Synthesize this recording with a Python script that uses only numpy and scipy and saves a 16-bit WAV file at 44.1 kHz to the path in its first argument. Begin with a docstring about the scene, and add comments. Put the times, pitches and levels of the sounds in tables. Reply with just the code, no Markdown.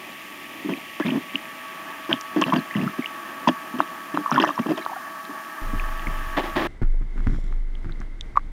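"""A boat's electric motor whines steadily under a lake, over watery fizz, drone and hiss in a camera's housing.
Rubs, knocks and taps ring the housing through resonators; bubbles, short swelling sines, pop around it.
At 5.6 s a quieter view comes in beneath: a camera on a taut line, a wavering low sine that shudders anew
at each tug as a fish takes the lure. The motor's view ends on a jerky scrape and stops dead at 6.7 s."""
import sys
import numpy as np
from scipy import signal
from scipy.fft import rfft, irfft, next_fast_len
from scipy.io import wavfile

SR = 44100
rng = np.random.default_rng(int(sys.argv[2]) if len(sys.argv) > 2 else 0)


def bounce(signal):
    """Save signal as a 16-bit WAV file at the path given by the first command-line argument."""
    frames = np.transpose(np.atleast_2d(signal))
    limited = np.clip(frames, -1, 1)
    pcm = np.round(limited * 32767).astype(np.int16)
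    wavfile.write(sys.argv[1], SR, pcm)


N = 375716
SECOND_S, CUT_S = 5.615, 6.672  # the second view starts, the first one stops


def amp(db):
    """Decibels to gain."""
    return 10 ** (np.asarray(db) / 20)


def evened(x):
    """Scales to rms 1."""
    return x / np.sqrt(np.mean(x ** 2) + 1e-20)


def add(mix, s, sound):
    """Mixes a sound in at time s, in seconds."""
    part = mix[max(round(s * SR), 0):][:len(sound)]
    part += sound[:len(part)]


def curve(rows, axis=1):
    """One column of a timed table, drawn as straight lines over every sample."""
    rows = np.asarray(rows)
    return np.interp(np.arange(N) / SR, rows[:, 0], rows[:, axis])


def coloured(x, spectrum):
    """Filters x by a spectrum, at rms 1."""
    hz, db = np.transpose(spectrum)
    size = next_fast_len(len(x))
    f = np.fft.rfftfreq(size, 1 / SR)
    gain = amp(np.interp(np.log(f + 1), np.log(hz), db))
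    return evened(irfft(rfft(x, size) * gain, size)[:len(x)])


def wander(rate_hz):
    """Slow random drift of rms 1, with two random points per cycle of the rate."""
    count = int(2 * rate_hz * N / SR) + 2
    points = rng.standard_normal(count)
    return evened(np.interp(np.linspace(0, count - 1, N), np.arange(count), points))


def ring(x, modes):
    """Passes x through steep resonances, each a peak filter run twice, at rms 1."""
    out = np.zeros(len(x))
    for hz, width, db in modes:
        b, a = signal.iirpeak(hz, hz / (np.pi / 2 * width), SR)
        once = signal.lfilter(b, a, x)
        out += amp(db) * signal.lfilter(b, a, once)
    return evened(out)


def slips(size, per_s, spread_db):
    """Stick and slip: a random train of clicks of uneven size and either sign."""
    sizes = amp(spread_db * np.minimum(rng.exponential(1, size), 4))
    signs = rng.choice([-1, 1], size)
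    return sizes * signs * (rng.random(size) < per_s / SR)


def stroke(length, tail_s, per_s, spread_db, blow=0):
    """A contact lands with a blow, slips on as the pressure eases, and dies away."""
    t = np.arange(int((length + .1) * SR)) / SR
    press = np.exp(-.5 * t / length - np.maximum(t - length * 0.59, 0) / tail_s)
    drive = press * slips(len(t), per_s, spread_db)
    return drive + blow * np.linalg.norm(drive) * (t == 0)


def bubble(hz, swell_s, tail_db=-22, linger=3.6, rise=.03):
    """A bubble swells and rings briefly, rising slightly; a slower one lingers longer. Peak about 1."""
    u = np.arange(SR // 20) / SR / swell_s  # time in swells
    swell = u ** 2 * np.exp(2 - 2 * u)
    tail = (1 - np.exp(-u)) ** 2 * np.exp(-u / linger)
    turns = np.cumsum(hz * (1 + rise * np.tanh(u - 1))) / SR
    return (swell + amp(tail_db) * tail) * np.sin(2 * np.pi * turns)


# Whine of the motor. 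Each row: multiple of the base pitch, relative level in dB.
WHINE = [(4, -3.5), (7, 6), (8, 0), (10, -18.5), (11, -4), (19, -14.5)]
# Resonances of the propeller wash. Each row: pitch in Hz, width in Hz, relative level in dB.
WASH = [(680, 37, -0.5), (880, 64, 6.5), (1154, 121, 9), (1290, 36, -25), (1666, 170, 6.5), (1788, 39, 3.5)]
# Colour of the watery fizz. Each row: frequency in Hz, relative level in dB per Hz.
FIZZ = [(500, -6), (1400, -43), (1850, 5.5), (2080, 1), (2400, 3), (3100, -1.5), (3500, -6.5),
        (4000, -18.5), (7000, -59.5)]
# How strongly the motor arrives. Each row: time in seconds, motor level in dB, fizz level in dB before its lift.
ARRIVAL = [(0.2, -47.5, -44), (0.9, -47.5, -42.5), (1.25, -47, -43), (1.5, -43, -44.5), (1.9, -40.5, -45),
           (3.2, -40, -46), (3.95, -39.5, -48.5), (5.2, -39.5, -52.5), (6.2, -38.0, -47)]


def motor(base_hz=161.5, wash_db=0.0, fizz_lift_db=2, fade_db=1.5, swirl_db=1):
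    """Motor harmonics, each fading on its own path through the water, over propeller wash and fizz."""
    drift = .0009 * wander(2) + .002 * wander(60)
    turns = np.cumsum(base_hz * (1 + drift)) / SR
    whine = np.zeros(N)
    for multiple, db in WHINE:
        fading = amp(db + fade_db * wander(12))
        whine += fading * np.sin(2 * np.pi * (multiple * turns + rng.random()))
    wash = ring(rng.standard_normal(N), WASH) * amp(swirl_db * wander(11))
    fizz = coloured(slips(N, 6000, 3.8), FIZZ)
    near = evened(whine) + amp(wash_db) * wash
    return amp(curve(ARRIVAL)) * near + amp(curve(ARRIVAL, axis=2) + fizz_lift_db) * fizz


# Colour of the water's drone. Each row: frequency in Hz, relative level in dB per Hz.
DRONE = [(25, -16), (60, -4), (110, -14), (170, -4), (230, 0), (310, 2.5), (370, -1.5), (440, -10),
         (600, -3), (1200, -13.5), (3000, -37)]
# Colour of the first camera's hiss. 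Each row: frequency in Hz, relative level in dB per Hz.
HISS = [(100, -43), (3000, 4.5), (5000, 4.5), (7000, 2.5), (7720, 0), (7890, -38), (8080, 1), (14500, 3),
        (16000, -6)]


def background(drone_db=-46, hiss_db=-50, lap_db=2):
    """Water droning in the housing as unsteady low noise, and the first camera's even hiss."""
    drone = coloured(rng.standard_normal(N), DRONE) * amp(drone_db + lap_db * wander(5.7))
    return drone + amp(hiss_db) * coloured(rng.standard_normal(N), HISS)


def electronics(level_db=-63, uneven_db=5, tilt_db=9):
    """Faint treble buzz of the camera's circuits, steady tones on odd multiples of its frame rate."""
    hz = np.arange(12510, 15600, 60)  # odd multiples of 30 Hz
    db = uneven_db * rng.standard_normal(len(hz)) + tilt_db * np.linspace(0, 1, len(hz))
    lines = np.zeros(SR // 2 + 1, complex)  # one bin per Hz
    lines[hz] = amp(db) * np.exp(2j * np.pi * rng.random(len(hz)))
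    return amp(level_db) * evened(np.resize(irfft(lines), N))


def stray_bubbles(level_db=-31, spread_db=4, low_hz=2200, high_hz=4000, cycles=1.23, count=20):
    """Now and then a tiny bubble ticks somewhere in the water, one in each equal slice of the first view."""
    out = np.zeros(N)
    for k, (when, size, loud) in enumerate(rng.random((count, 3))):
        hz = low_hz * (high_hz / low_hz) ** size
        db = level_db + spread_db * (2 * loud - 1)
        add(out, (k + when) / count * CUT_S, amp(db) * bubble(hz, cycles / hz))
    return out


# Low resonances of a thud. Each row: factor on its pitch, width in Hz, relative level in dB.
BODY = [(0.76, 53.5, 0), (0.998, 57.4, 7), (1.2, 50, -18)]
# Modes of the housing's walls. Each row: pitch in Hz, width in Hz, relative level in dB.
WALLS = [(640, 99, 7), (900, 145, 3), (1023, 140, 2), (1514, 140, -1.5), (1733, 105, 1)]
# Modes of its window. 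Each row: pitch in Hz, width in Hz, relative level in dB.
WINDOW = [(2764, 230, 14), (3097, 290, 13), (5040, 1100, -2.5)]
# Rubs and knocks on the housing.
# Each row: start in seconds, length in seconds, thud pitch in Hz, thud level in dB, grit level in dB.
RUBS = [(0.647, 0.034, 276, -26.5, -53), (0.687, 0.065, 283, -25.5, -38), (0.9988, 0.0064, 296, -16, -26.5),
        (1.049, 0.071, 228, -23.5, -35.5), (1.119, 0.1, 241, -23, -40.5), (1.343, 0.019, 271, -29.5, -42),
        (2.092, 0.014, 293, -22.5, -30.5), (2.109, 0.049, 218, -27, -31), (2.362, 0.054, 287, -19, -36),
        (2.411, 0.029, 294, -24.5, -25.5), (2.461, 0.072, 246, -27.5, -33), (2.53, 0.014, 229, -16, -24.5),
        (2.557, 0.05, 230, -21, -31.5), (2.755, 0.19, 202, -24, -41), (2.986, 0.0087, 256, -18.5, -45),
        (3.475, 0.029, 244, -16.5, -20.5), (3.739, 0.035, 250, -28.5, -48),
        (3.787, 0.033, 294, -27.5, -34.5), (4.141, 0.0074, 274, -20, -29.5), (4.167, 0.04, 283, -27, -41),
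        (4.321, 0.11, 242, -25, -33), (4.398, 0.079, 312, -24, -27.5), (4.466, 0.06, 288, -32.5, -31.5),
        (4.588, 0.017, 241, -19, -31), (4.66, 0.0078, 308, -20, -32.5), (4.689, 0.055, 290.5, -21, -35.5),
        (4.773, 0.036, 325, -34.5, -32.5), (5.293, 0.01, 294, -32, -57)]


def rubs(window_db=-9.5):
    """Each contact drives the housing: its body thuds, and grit makes its walls knock and its window crackle."""
    out = np.zeros(N)
    for s, length, hz, thud, grit in RUBS:
        body = [(hz * factor, width, db) for factor, width, db in BODY]
        sound = amp(thud) * ring(stroke(length, 0.016, 1500, 2.25, blow=0.38), body)
        sound += amp(grit) * ring(stroke(length, 0.0057, 600, 6.2, blow=0.26), WALLS)
        # the window crackles at its own level below the grit
        sound += amp(grit + window_db) * ring(stroke(length, 0.0067, 600, 3.6), WINDOW)
        add(out, s, sound * np.sqrt(length * SR / len(sound)))  # levels hold over the length of the contact
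    return out


def fine_bubbles(per_s=130, lag_s=0.01, low_hz=1500, high_hz=6500, level_db=-1, spread_db=4,
                 cycles=7.5, tilt_db=-5):
    """Rubs shed tiny bubbles by chance, more for longer rubs; the smaller, the higher and fainter."""
    out = np.zeros(N)
    for s, length, _, _, grit in RUBS:
        chance, when, size, loud = rng.random((12, 4)).T
        for k in np.flatnonzero(chance < per_s * length / len(chance)):
            hz = low_hz * (high_hz / low_hz) ** size[k]
            db = grit + level_db + spread_db * (2 * loud[k] - 1) + tilt_db * np.log2(hz / low_hz)
            wait = -np.log(1 - when[k]) * (.5 * length + lag_s)  # most pop early, a few linger
            add(out, s + wait, amp(db) * bubble(hz, cycles / hz))
    return out


# Loud single bubbles. Each row: start in seconds, level in dB before crack and rattle, pitch in Hz.
POPS = [(0.7363, -19, 2380), (1.1059, -18.5, 2880), (1.356, -9, 2810), (2.1286, -3.5, 3080),
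        (2.421, -12, 3040), (2.4224, -11, 1095), (2.4388, -10, 2700), (2.5226, -11, 1020),
        (2.5305, -9, 1030), (2.561, -20, 2980), (2.876, -17.5, 1290), (3.0586, -18, 2830), (3.473, -6, 956),
        (3.4877, -14, 3200), (4.26, -13, 1120), (4.359, -12.5, 1400), (4.3777, -5.5, 1035),
        (4.386, -9.5, 1020), (4.4003, -12.5, 3120), (4.427, -15.5, 2770), (4.577, -16.5, 1000),
        (5.797, -19, 2440), (6.0698, -18, 2130), (7.7526, -37, 3150), (7.922, -36, 3800),
        (8.21, -21.5, 3500), (8.3565, -21, 1130), (8.3717, -3, 1122)]
# Sharp taps on the housing's wall. Each row: start in seconds, level in dB before crack and rattle.
TAPS = [(1.0, -15.5), (2.535, -15), (3.8036, -1), (4.1737, -5.5), (4.3157, -5.5), (4.439, -3),
        (4.446, -8.5), (4.491, -11.5), (4.5915, -14), (4.663, -20), (4.863, -11.5)]


def pops_and_taps(snap_db=-35, rattle_db=-24, crack_db=-19, crack_hz=1900, crack_s=0.00068):
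    """Loud bubbles and taps; each also gives the housing a short crack, a bright snap and a rattle of echoes."""
    out = np.zeros(N)
    for s, db, hz in POPS:
        add(out, s, amp(db) * bubble(hz, 2.4 / hz))  # smaller, higher bubbles swell and die sooner
    for s, db in TAPS:
        add(out, s, amp(db) * bubble(1064, 0.00078))
    crack = amp(crack_db) * bubble(crack_hz, crack_s)
    snap = amp(snap_db) * bubble(5790, 0.00016)
    for s, db, *_ in POPS + TAPS:
        add(out, s, amp(db) * (crack + snap))
    echoes = stroke(.01, 0.007, 2400, 2.2)
    rattle = signal.oaconvolve(out, echoes / np.linalg.norm(echoes))[:N]
    return out + amp(rattle_db) * rattle


# Gurgles, clouds of bubbles.
# Each row: start in seconds, length in seconds, middle pitch in Hz, level in dB before each bubble's spread.
GURGLES = [(1.009, 0.1, 2510, -23), (2.707, 0.11, 2570, -23), (3.018, 0.061, 2670, -21.5),
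           (4.275, 0.23, 1375, -17.5), (4.297, 0.16, 4300, -23.5), (4.678, 0.062, 644, -21),
           (4.887, 0.09, 1000, -24.5)]


def gurgles(per_s=55, spread_octaves=0.48, spread_db=4, cycles=3.1):
    """Stirred water lets go a loose string of bubbles of like size."""
    out = np.zeros(N)
    for s, length, middle_hz, db in GURGLES:
        for k, (when, size, loud) in enumerate(rng.random((30, 3))):
            wait = (k + when) / per_s
            hz = middle_hz * 2 ** (spread_octaves * (2 * size - 1))
            if wait < length:
                add(out, s + wait, amp(db + spread_db * (2 * loud - 1.5)) * bubble(hz, cycles / hz))
    return out


# Dry bright ticks on the lens window. Each row: start in seconds, level in dB.
TICKS = [(2.2115, -19), (2.415, -15), (8.003, -38), (8.2099, -26)]


def ticks(hz=5700, swell_s=0.00018):
    """Specks of grit hit the window: very short high rings, bright and dry."""
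    out = np.zeros(N)
    for s, db in TICKS:
        add(out, s, amp(db) * bubble(hz, swell_s))
    return out


# Colour of a tug's thud. Each row: frequency in Hz, relative level in dB per Hz.
TUG_THUD = [(25, -5), (50, 17), (90, 15.5), (160, 9.5), (210, 8.5), (350, 4.5), (480, -22.5), (3000, -93)]
# Colour of a tug's tick. Each row: frequency in Hz, relative level in dB per Hz.
TUG_TICK = [(200, -18), (450, -1.5), (900, 3.5), (1500, 9), (2200, -1), (2800, -12.5), (7000, -26.5),
            (12000, -36), (16000, -39)]
# Tugs on the line.
# Each row: start in seconds, length in seconds, thud level in dB, tick level in dB, shudder level in dB.
TUGS = [(5.613, 0.04, -39, -64, -24), (5.734, 0.038, -29.5, -54, -21.5), (6.068, 0.025, -27.5, -49, -24),
        (6.816, 0.03, -22.5, -41.5, -13.5), (7.011, 0.033, -35.5, -54.5, -25),
        (7.159, 0.098, -36.5, -50.5, -18.5), (7.267, 0.021, -18.5, -37, -14), (7.294, 0.12, -30, -51, -21),
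        (7.437, 0.025, -34, -63, -21.5), (7.517, 0.0095, -36, -43.5, -19.5), (7.843, 0.11, -35.5, -51, -25),
        (7.999, 0.028, -37, -46, -28), (8.356, 0.031, -57, -38.5, -29)]


def line(shudder_hz=26, waver=0.039, rise_s=0.014, fall_db_per_s=29.5):
    """Each tug thuds and ticks in the camera and sets the taut line shuddering anew at its own low pitch."""
    t = np.arange(N) / SR
    knocks, swing = np.zeros(N), np.zeros(N)
    for s, length, thud, tick, shudder in TUGS:
        sound = amp(thud) * coloured(stroke(length, 0.024, 500, 1.5, blow=0.29), TUG_THUD)
        sound += amp(tick) * coloured(stroke(length, 0.011, 600, 5.3), TUG_TICK)
        sound *= np.sqrt(length * SR / len(sound))  # levels hold over the length of the tug
        add(knocks, s, sound * signal.windows.tukey(len(sound), .02))
        after = t >= s
        swing[after] = amp(shudder - fall_db_per_s * (t[after] - s))  # replaces the last tug's swing
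    lag = np.exp(-1 / (rise_s * SR))
    swing = signal.lfilter([1 - lag], [1, -lag], swing)
    turns = np.cumsum(shudder_hz * (1 + waver * wander(8.8))) / SR
    return knocks + swing * np.sqrt(2) * np.sin(2 * np.pi * turns)


# Colour of the water round the second camera. Each row: frequency in Hz, relative level in dB per Hz.
STILL_WATER = [(25, -0.5), (60, -0.5), (110, -6), (160, -12), (320, -13.5), (500, -23), (900, -26),
               (1850, -28.5), (2080, -19.5), (2450, -37.5), (3400, -37), (5000, -44), (10000, -51),
               (15000, -64)]


def still_water(level_db=-43, swell_db=2):
    """Low murmur of water round the second camera: noise that swells and sinks at random."""
    return amp(level_db + swell_db * wander(5.8)) * coloured(rng.standard_normal(N), STILL_WATER)


# Drags of a coarse scrape. Each row: start in seconds, length in seconds, level in dB at the catch.
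SCRAPE = [(6.363, 0.031, -20.5), (6.43, 0.054, -29), (6.553, 0.12, -20.5)]
# Colour of the scrape. Each row: frequency in Hz, relative level in dB per Hz.
SCRAPE_COLOUR = [(60, -20), (150, -4.5), (220, 0), (350, 6), (430, -4), (550, 2), (800, -2.5), (1150, -3.5),
                 (1450, -9), (1850, -4), (2300, -11.5), (3200, -14), (5500, -29.5), (8000, -43)]


def scrape(attack_s=0.0084, ease_db_per_s=55, release_s=0.019):
    """Something rough catches on the housing and drags across it in jerks, each easing as it goes."""
    t = np.arange(N) / SR
    press = np.zeros(N)
    for s, length, db in SCRAPE:
        age = np.maximum(t - s, 0)
        attack = np.minimum(age / attack_s, 1)
        release = np.exp(-np.maximum(age - length, 0) / release_s)
        press += attack * amp(db - ease_db_per_s * age) * release
    return press * coloured(slips(N, 2500, 2.0), SCRAPE_COLOUR)


# Swish of the line cutting through the water. 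Each row: time in seconds, level in dB.
SWISH = [(7.15, -78), (7.33, -59), (7.47, -64.5), (7.6, -78)]
# Bands of the swish. Each row: pitch in Hz, width in Hz, relative level in dB.
SWISH_BANDS = [(3460, 600, 2), (5500, 770, -1), (6900, 640, -3), (10500, 1500, -13)]


def swish(per_s=900, spread_db=3):
    """The running line rasps faintly through the water: random clicks through bright bands."""
    t = np.arange(N) / SR
    running = (t > SWISH[0][0]) & (t < SWISH[-1][0])
    return running * amp(curve(SWISH)) * ring(slips(N, per_s, spread_db), SWISH_BANDS)


def housed(x, low_cut_hz=135, dip_hz=475, dip_width_hz=110):
    """The sealed housing holds back deep bass and has a weak spot between body and walls."""
    x = signal.lfilter(*signal.butter(2, low_cut_hz, "high", fs=SR), x)
    return x - 0.4 * signal.lfilter(*signal.iirpeak(dip_hz, dip_hz / dip_width_hz, SR), x)


def scene():
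    """The two views overlap for a second, then the motor's view stops dead; pops and ticks run through."""
    t = np.arange(N) / SR
    first = motor() + background() + electronics() + rubs() + fine_bubbles() + gurgles() + scrape()
    first *= t < CUT_S
    second = (line() + swish() + still_water()) * (t > SECOND_S)
    return (housed(first + pops_and_taps() + ticks() + stray_bubbles()) + second)[None]


def record(dry, edge_hz=15850):
    """Limits the band with a steep low-pass."""
    low_pass = signal.firwin(511, edge_hz, window=("kaiser", 9), fs=SR)
    return signal.oaconvolve(dry, low_pass[None], "same")


dry = scene()
out = record(dry)
bounce(out)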